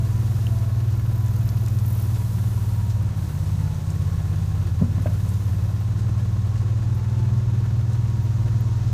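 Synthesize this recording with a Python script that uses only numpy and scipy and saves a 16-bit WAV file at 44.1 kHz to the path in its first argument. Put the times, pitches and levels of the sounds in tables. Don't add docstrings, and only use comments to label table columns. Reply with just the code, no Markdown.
import sys
import numpy as np
from scipy import signal
from scipy.fft import rfft, irfft, next_fast_len
from scipy.io import wavfile
from scipy.ndimage import uniform_filter1d

SR = 44100
rng = np.random.default_rng(int(sys.argv[2]) if len(sys.argv) > 2 else 0)


def log_audio(samples):
    frames = np.atleast_2d(samples).T
    limited = np.clip(frames, -1, 1)
    pcm = np.round(limited * 32767).astype(np.int16)
    wavfile.write(sys.argv[1], SR, pcm)


N = 393813
TIME = np.arange(N) / SR


# order, light_throttle_db, open_throttle_db
EXHAUST_HARMONICS = [(2, -41, -58), (4, -35, -36.5), (5, -25, -25.5), (6, -22.5, -23.5), (7, -36.5, -40.5),
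                     (8, -59.5, -31.5), (9, -50.5, -28.5), (10, -46.5, -34), (11, -45.5, -53.5),
                     (12, -68, -44), (13, -62, -50), (14, -64.5, -52)]
MUFFLER_CHAMBERS = [(4, .5, .76), (5.65, .5, .758), (8.6, .5, .792), (10.2, .5, .771), (11, .5, .745),
                    (12.6, .5, .785)]
# centre_s, depth_db, half_length_s
WEAK_FIRINGS = [(3.143, -17, 0.022), (3.307, -6, 0.09), (3.78, -5, 0.12)]
def exhaust(turns, rate, throttle, jitter_cycles=0.0042, uneven_db=0.45, waver_db=0.8, gas_db=-41):
    stumble_db = sum(db * np.exp(-((TIME - s) / half) ** 2) for s, db, half in WEAK_FIRINGS)
    lull = cycle_pulse(turns, at=0.604, half=0.069)
    lull_db = (-2 - 7 * throttle ** 2) * lull
    speed_db = 0.5 * (rate - 19)
    unrest = 1 + 1.1 * throttle ** 2
    crank = turns + jitter_cycles * unrest * each_firing(turns)
    note = gas_puffs(lull) * gain_of(gas_db) * np.sqrt(unrest)
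    boom_order = MUFFLER_CHAMBERS[1][0]
    for order, light_db, open_db in EXHAUST_HARMONICS:
        centre, half_width, delay = min(MUFFLER_CHAMBERS, key=lambda chamber: abs(order - chamber[0]))
        lag = np.arctan((order - centre) / half_width)
        off_boom = np.clip(abs(order - boom_order) - .5, 0, 2)
        db = light_db + throttle * (open_db - light_db) + waver_db * off_boom * drift(8.3)
        db += stumble_db * (0.28 if off_boom > 1 else 1)
        note += np.sqrt(2) * gain_of(db) * np.cos(2 * np.pi * order * (crank - delay) - lag)
    return note * gain_of(speed_db + lull_db + uneven_db * unrest * each_firing(turns))


# frequency_hz, density_db
GAS_SPECTRUM = [(40, -23), (75, 1), (120, -1.5), (160, -1), (215, -8.5), (300, -27.5), (600, -58)]
def gas_puffs(lull):
    return (1 - lull) * noise(GAS_SPECTRUM)


ENGINE_CLACKS = [(.08, 0.26, .15), (.39, 0.25, 0.15)]
# pitch_hz, bandwidth_hz, level_db
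BLOCK_MODES = [(331, 79, 4.5), (470, 103, -2), (720, 120, -7), (970, 67, -5), (1317, 220, -5),
               (1688, 21, -12), (2517, 31, -15.5)]
# frequency_hz, density_db
CHURN_SPECTRUM = [(120, -2), (220, 6), (400, -3.5), (650, -2.5), (1100, -6), (1500, -12.5), (2200, -21.5),
                  (4000, -25), (9000, -53)]
def clatter(turns, throttle, ring_db=-47, churn_db=-46, grain_db=1.33):
    clacks = sum(size * (1 + 0.62 * drift(22)) * cycle_pulse(turns, at, half)
                 for at, size, half in ENGINE_CLACKS)
    beat = 1 + (clacks - clacks.mean()) * (1 + 0.34 * throttle)
    force = beat * rng.standard_normal(N) * gain_of(grain_db * drift(220))
    ring = sum(gain_of(db) * resonate(force, hz, width).real / np.sqrt(width)
               for hz, width, db in BLOCK_MODES)
    churn = noise(CHURN_SPECTRUM) * abs(beat) ** 0.55 * gain_of(0.47 * drift(90))
    return gain_of(ring_db) * evened(ring) + gain_of(churn_db) * evened(churn)


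# frequency_hz, density_db
TYRE_SPECTRUM = [(12, -6), (25, 8), (38, 5), (55, 17), (80, 7.5), (120, 16), (170, 7.5), (260, -14.5),
                 (500, -40)]
def ride(turns, rumble_db=-34, shudder_db=-44.5, shudder_hz=38, wander_hz=7):
    shake = 1 + 0.044 * np.cos(2 * np.pi * (turns - .02))
    shudder = np.sqrt(2) * np.sin(phase_of(shudder_hz + wander_hz * drift(2)))
    return gain_of(rumble_db) * shake * noise(TYRE_SPECTRUM) + gain_of(shudder_db) * shudder


# start_s, peak_db, centre_hz
BODY_BLOWS = [(4.814, -8.5, 159), (4.825, -12, 203), (4.821, -23, 496), (4.832, -41, 1300),
              (4.876, -27, 205), (5.5, -45, 1321), (4.973, -23.5, 200), (4.982, -34, 750),
              (4.998, -31, 240), (5.019, -39, 480), (5.058, -26.5, 285), (5.0585, -19, 580),
              (5.064, -35, 1500), (5.069, -29, 705), (5.7, -39, 620), (6.4, -50, 900)]
# pitch_hz, level_db, decay_s (to fall about 40 dB)
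PANEL_MODES = [(139, 10.5, 0.043), (175, 11, 0.061), (239, 10, 0.07), (320, -2, 0.053), (408, 9, 0.022),
               (525, 7.5, 0.04), (608, 10.5, 0.03), (690, 3, 0.082), (994, 14.5, 0.035), (1540, -3, 0.012),
               (2440, 8, 0.03)]
def knocks(band_ratio=1.21, chatter_db=-44, chatter_t60_s=0.36, direct_db=-8):
    out, t = np.zeros(N), np.arange(SR // 4) / SR
    for s, peak_db, blow_hz in BODY_BLOWS:
        jolt = gain_of(chatter_db - 60 * t / chatter_t60_s) * rng.standard_normal(len(t))
        jolt[0] = -1
        band_hz = [blow_hz / band_ratio, blow_hz * band_ratio]
        blow = signal.lfilter(*signal.butter(2, band_hz, "bandpass", fs=SR), jolt)
        ring = sum(gain_of(db) * resonate(blow, hz, 1.48 / decay).real for hz, db, decay in PANEL_MODES)
        direct = peaked(blow, direct_db) * blow_hz / (blow_hz + 700)
        add(out, s, peaked(peaked(ring) + direct, peak_db))
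    return out


# peak_s, level_db, rise_s, fall_s
RATTLE_SWELLS = [(4.83, -52, 0.011, 0.027), (4.98, -45.5, 0.045, 0.047), (5.064, -35, .006, 0.017)]
# frequency_hz, density_db
LOOSE_SPECTRUM = [(120, -15), (270, 11), (450, 1), (1050, -3), (1700, -5), (2700, -10), (5000, -32)]
def rattle(grain_db=4):
    return swells(RATTLE_SWELLS) * evened(noise(LOOSE_SPECTRUM) * gain_of(grain_db * drift(300)))


COVER_HZ, COVER_WIDTH_HZ = 1085.6, 51
FLICKER_DB = 2.5
# time_s, pitch_hz
DRIVE_PITCH = [(0, 995), (1.3, 990), (1.7, 965), (2.3, 977), (2.6, 957), (3.1, 943), (3.6, 899), (3.8, 848),
               (4.5, 782), (5.3, 765), (6.3, 815), (6.8, 830), (7.0, 884), (7.3, 886), (7.5, 925),
               (8.0, 948), (8.5, 942), (8.93, 918)]
# peak_s, level_db, rise_s, fall_s
WHINE_SWELLS = [(.1, -54, 0.079, 0.17), (.65, -59, 0.18, .15), (1.2, -52.5, 0.3, 0.4),
                (2.2, -58, 0.38, 0.52), (2.85, -54.5, 0.32, 0.67), (3.65, -53.5, 0.088, 0.29),
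                (4.5, -59, 0.63, 0.51), (7.15, -54.5, 0.35, 0.32), (8.1, -54.5, 1, 2.1)]
def final_drive(flutter=0.011, pair_ratio=4 / 3, pair_db=-56.5):
    hz = curves(DRIVE_PITCH)[0]
    mesh = phase_of(hz * (1 + flutter * drift(60)))
    whine = swells(WHINE_SWELLS) * gain_of(FLICKER_DB * drift(23)) * np.sin(mesh)
    pair = gain_of(pair_db + FLICKER_DB * drift(23)) * np.sin(pair_ratio * mesh)
    detuning = (pair_ratio * hz - COVER_HZ) / (COVER_WIDTH_HZ / 2)
    return np.sqrt(2) * (whine + pair / np.hypot(1, detuning))


# peak_s, level_db, rise_s, fall_s
TIMING_SWELLS = [(0, -55, .1, 0.16), (.58, -52, 0.21, 0.24), (1.6, -59, 0.63, 1)]
def timing_gear(turns, order=35):
    level = swells(TIMING_SWELLS) * gain_of(FLICKER_DB * drift(23))
    return np.sqrt(2) * level * np.sin(2 * np.pi * order * turns + 0.56 * drift(20.64))


# order, light_throttle_db, open_throttle_db, resonant_firing_hz
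SHAFT_TONES = [(15, -56, -61, 19.4), (17, -52.5, -80, 19.1), (19, -54, -44, 19.6)]
def shafts(turns, rate, throttle, half_width_hz=0.5):
    out = np.zeros(N)
    for order, light_db, open_db, resonant_hz in SHAFT_TONES:
        db = light_db + throttle * (open_db - light_db) + 0.69 * drift(5.4)
        level = gain_of(db) / np.hypot(1, (rate - resonant_hz) / half_width_hz)
        out += level * np.sin(2 * np.pi * order * turns + 1.17 * drift(22))
    return np.sqrt(2) * out


def cover(level_db=-60):
    return gain_of(level_db) * whistle(COVER_HZ, COVER_WIDTH_HZ)


# peak_s, level_db, rise_s, fall_s
TALL_PATCHES = [(.4, -59, .5, 0.28), (2.3, -64.5, 0.34, 0.55), (3.6, -57.5, 0.38, 0.97),
                (5.32, -58, 0.19, 0.23), (8.9, -57, 0.75, .5)]
# frequency_hz, density_db
BRUSH_SPECTRUM = [(800, -21), (2000, -2), (3000, -2.5), (3800, 3.5), (4900, 0.5), (6400, 4), (7600, -2),
                  (9000, -11), (12000, -22), (15400, -14)]
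def grass(steady_db=-56):
    level = np.hypot(gain_of(steady_db), swells(TALL_PATCHES))
    return level * gain_of(0.28 * drift(250)) * noise(BRUSH_SPECTRUM)


# start_s, peak_db, centre_hz, bandwidth_hz, scrape_t60_s
STALK_HITS = [(0.468, -28.5, 3000, 960, 0.015), (0.4687, -30, 9000, 8000, .008),
              (.587, -37, 4500, 4000, .015), (1.262, -33.5, 7500, 5000, 0.017),
              (1.283, -34, 7000, 5000, .012), (1.365, -36, 6500, 4000, .012),
              (1.4906, -27.5, 5630, 4500, 0.014), (1.495, -36, 5430, 4500, .025),
              (1.663, -30, 6500, 5000, 0.007), (1.683, -32, 6600, 5030, 0.035),
              (1.788, -30.5, 6230, 4800, .045), (3.025, -39, 12500, 7000, .03),
              (3.745, -37, 6300, 2000, .02), (3.902, -35, 7000, 3960, 0.06),
              (4.022, -38, 7500, 4000, 0.032), (5.022, -37, 11000, 6000, .02),
              (5.288, -35, 9000, 7040, 0.12), (5.338, -35, 6000, 5000, 0.055),
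              (6.948, -43, 11500, 3950, 0.08), (7.932, -37, 7400, 4060, 0.033),
              (8.608, -35, 13970, 3040, 0.025)]
def stalks(scrape_db=-15):
    out, t = np.zeros(N), np.arange(SR // 8) / SR
    for s, db, hz, width, t60 in STALK_HITS:
        crack = rng.standard_normal(len(t)) * gain_of(scrape_db - 60 * t / t60)
        crack[0] = 1
        snap = resonate(resonate(crack, hz, width), hz, width).real
        add(out, s, peaked(snap, db))
    return out


def seed_heads(per_s=22, level_db=-63, decay_s=0.025):
    strength = gain_of(3 * np.minimum(rng.exponential(1, N), 3))
    hits = strength * (rng.random(N) < per_s / SR)
    envelope = signal.lfilter([1], [1, -np.exp(-1 / (decay_s * SR))], hits)
    hiss = noise([(1500, -15), (3000, -2), (6500, 0), (9500, -9), (15400, -17)])
    return gain_of(level_db) * evened(envelope * hiss)


# peak_s, level_db, rise_s, fall_s
CHORUS_SWELLS = [(.45, -51, 1, 0.31), (1.4, -55, 0.94, 0.77), (2.1, -48.5, 0.39, 0.74),
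                 (2.6, -52, 0.34, 0.45), (3.175, -52, .015, 0.55), (4.1, -56, 0.95, 1.3),
                 (5.2, -52.5, 0.22, 0.66), (6.3, -65, .4, .4), (8.3, -65, .4, .4)]
# frequency_hz, density_db
CHORUS_SPECTRUM = [(3000, -2), (6000, 0.5), (8000, 1.5), (10500, 2), (13500, 3), (15400, -0.5)]
def insect_chorus():
    return swells(CHORUS_SWELLS) * noise(CHORUS_SPECTRUM)


# peak_s, level_db, rise_s, fall_s
CRICKET_RASPS = [(1.76, -52, 0.93, 0.08), (1.865, -44.5, 0.014, .14), (2.02, -46.5, .07, .04)]
# frequency_hz, density_db
RASP_SPECTRUM = [(6000, -30), (10000, -5), (12000, 0), (14000, 4), (15400, -2.5)]
def cricket(wing_hz=44):
    stroke = 2 * np.pi * wing_hz * TIME + .7 * drift(10)
    wings = (.6 + .4 * np.cos(stroke)) ** 1.5 * gain_of(1.5 * drift(30))
    return swells(CRICKET_RASPS) * evened(wings * noise(RASP_SPECTRUM))


# peak_s, level_db, rise_s, fall_s
TRILL_SWELLS = [(3.4, -64, 0.7, 1.6), (5.9, -68, 0.47, 1.5)]
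def insect_trills(pitch_hz=8130, width_hz=300, pulse_hz=70):
    pulses = (.5 + .5 * np.cos(phase_of(pulse_hz + 9 * drift(9.6)))) ** 2
    return swells(TRILL_SWELLS) * evened(pulses * whistle(pitch_hz, width_hz))


# peak_s, level_db
HIGH_CHIRPS = [(5.812, -58), (6.985, -59), (8.24, -58)]
def insect_chirps(pitch_hz=14600, width_hz=350, half_s=0.018):
    return swells([(s, db, half_s, half_s) for s, db in HIGH_CHIRPS]) * whistle(pitch_hz, width_hz)


def gain_of(db):
    return 10 ** (np.asarray(db) / 20)


def evened(x):
    return x / np.sqrt(np.mean(x ** 2) + 1e-20)


def peaked(x, db=0):
    return gain_of(db) * x / abs(x).max()


def phase_of(hz):
    return 2 * np.pi * np.cumsum(hz) / SR


def curves(rows):
    s, *columns = np.transpose(rows)
    return [np.interp(TIME, s, column) for column in columns]


def swells(rows):
    t = TIME[::64]
    power = sum((gain_of(db) * np.exp(-((t - s) / np.where(t < s, rise, fall)) ** 2)) ** 2
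                for s, db, rise, fall in rows)
    return np.interp(TIME, t, np.sqrt(power))


def cycle_pulse(turns, at, half):
    return np.exp(-(((turns - at + .5) % 1 - .5) / half) ** 2)


def each_firing(turns):
    return uniform_filter1d(rng.standard_normal(200)[(turns + .36).astype(int)], size=300)


def drift(per_s):
    return evened(np.interp(TIME * per_s, np.arange(4000), rng.standard_normal(4000)))


def noise(spectrum):
    size = next_fast_len(N)
    hz, db = np.transpose(spectrum)
    shape_db = np.interp(np.log(np.fft.rfftfreq(size, 1 / SR) + 1), np.log(hz), db)
    return evened(irfft(rfft(rng.standard_normal(size)) * gain_of(shape_db), size)[:N])


def resonate(x, hz, width):
    radius = np.exp(-np.pi * width / SR)
    return 2 * signal.lfilter([1 - radius], [1, -radius * np.exp(2j * np.pi * hz / SR)], x)


def whistle(hz, width):
    return evened(resonate(resonate(rng.standard_normal(N), hz, width), hz, width).real)


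def add(mix, s, sound):
    part = mix[round(s * SR):][:len(sound)]
    part += sound[:len(part)]


# time_s, firing_hz
FIRING_RATE = [(0.0, 19.075), (0.4, 19.167), (1.2, 19.168), (2.4, 18.749), (3.15, 18.016), (3.3, 16.235),
               (3.6, 17.268), (3.8, 16.468), (4.8, 16.933), (5.2, 17.956), (5.6, 17.636), (6.0, 18.795),
               (6.6, 18.565), (7.0, 19.727), (8.93, 19.222)]
# time_s, opening (0 to 1)
THROTTLE_OPENING = [(0, 0.03), (1.1, 0), (2.5, 0.48), (3.1, 0.3), (3.2, 0.81), (3.5, 0.96), (4.1, 0.96),
                    (4.75, 0.7), (5.3, 0.57), (6.1, 0.54), (6.7, 0.17), (7.4, 0.32), (8.2, 0), (8.93, 0.04)]
def scene(sway_cycles=0.011, sway_hz=1.415, sway_peak_s=0.42):
    rate, throttle = curves(FIRING_RATE)[0], curves(THROTTLE_OPENING)[0]
    sway = sway_cycles * np.cos(2 * np.pi * sway_hz * (TIME - sway_peak_s))
    turns = np.cumsum(rate) / SR + sway
    engine = exhaust(turns, rate, throttle) + clatter(turns, throttle)
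    gears = final_drive() + timing_gear(turns) + shafts(turns, rate, throttle) + cover()
    body = ride(turns) + knocks() + rattle()
    plants = grass() + stalks() + seed_heads()
    insects = insect_chorus() + cricket() + insect_trills() + insect_chirps()
    return (engine + gears + body + plants + insects)[None]


def record(dry, low_hz=12, high_hz=15450):
    passed = signal.lfilter(*signal.butter(1, low_hz, "highpass", fs=SR), dry)
    lowpass = signal.firwin(511, high_hz, window=("kaiser", 9), fs=SR)
    return signal.oaconvolve(passed, lowpass[None], "same")


dry = scene()
out = record(dry)
log_audio(out)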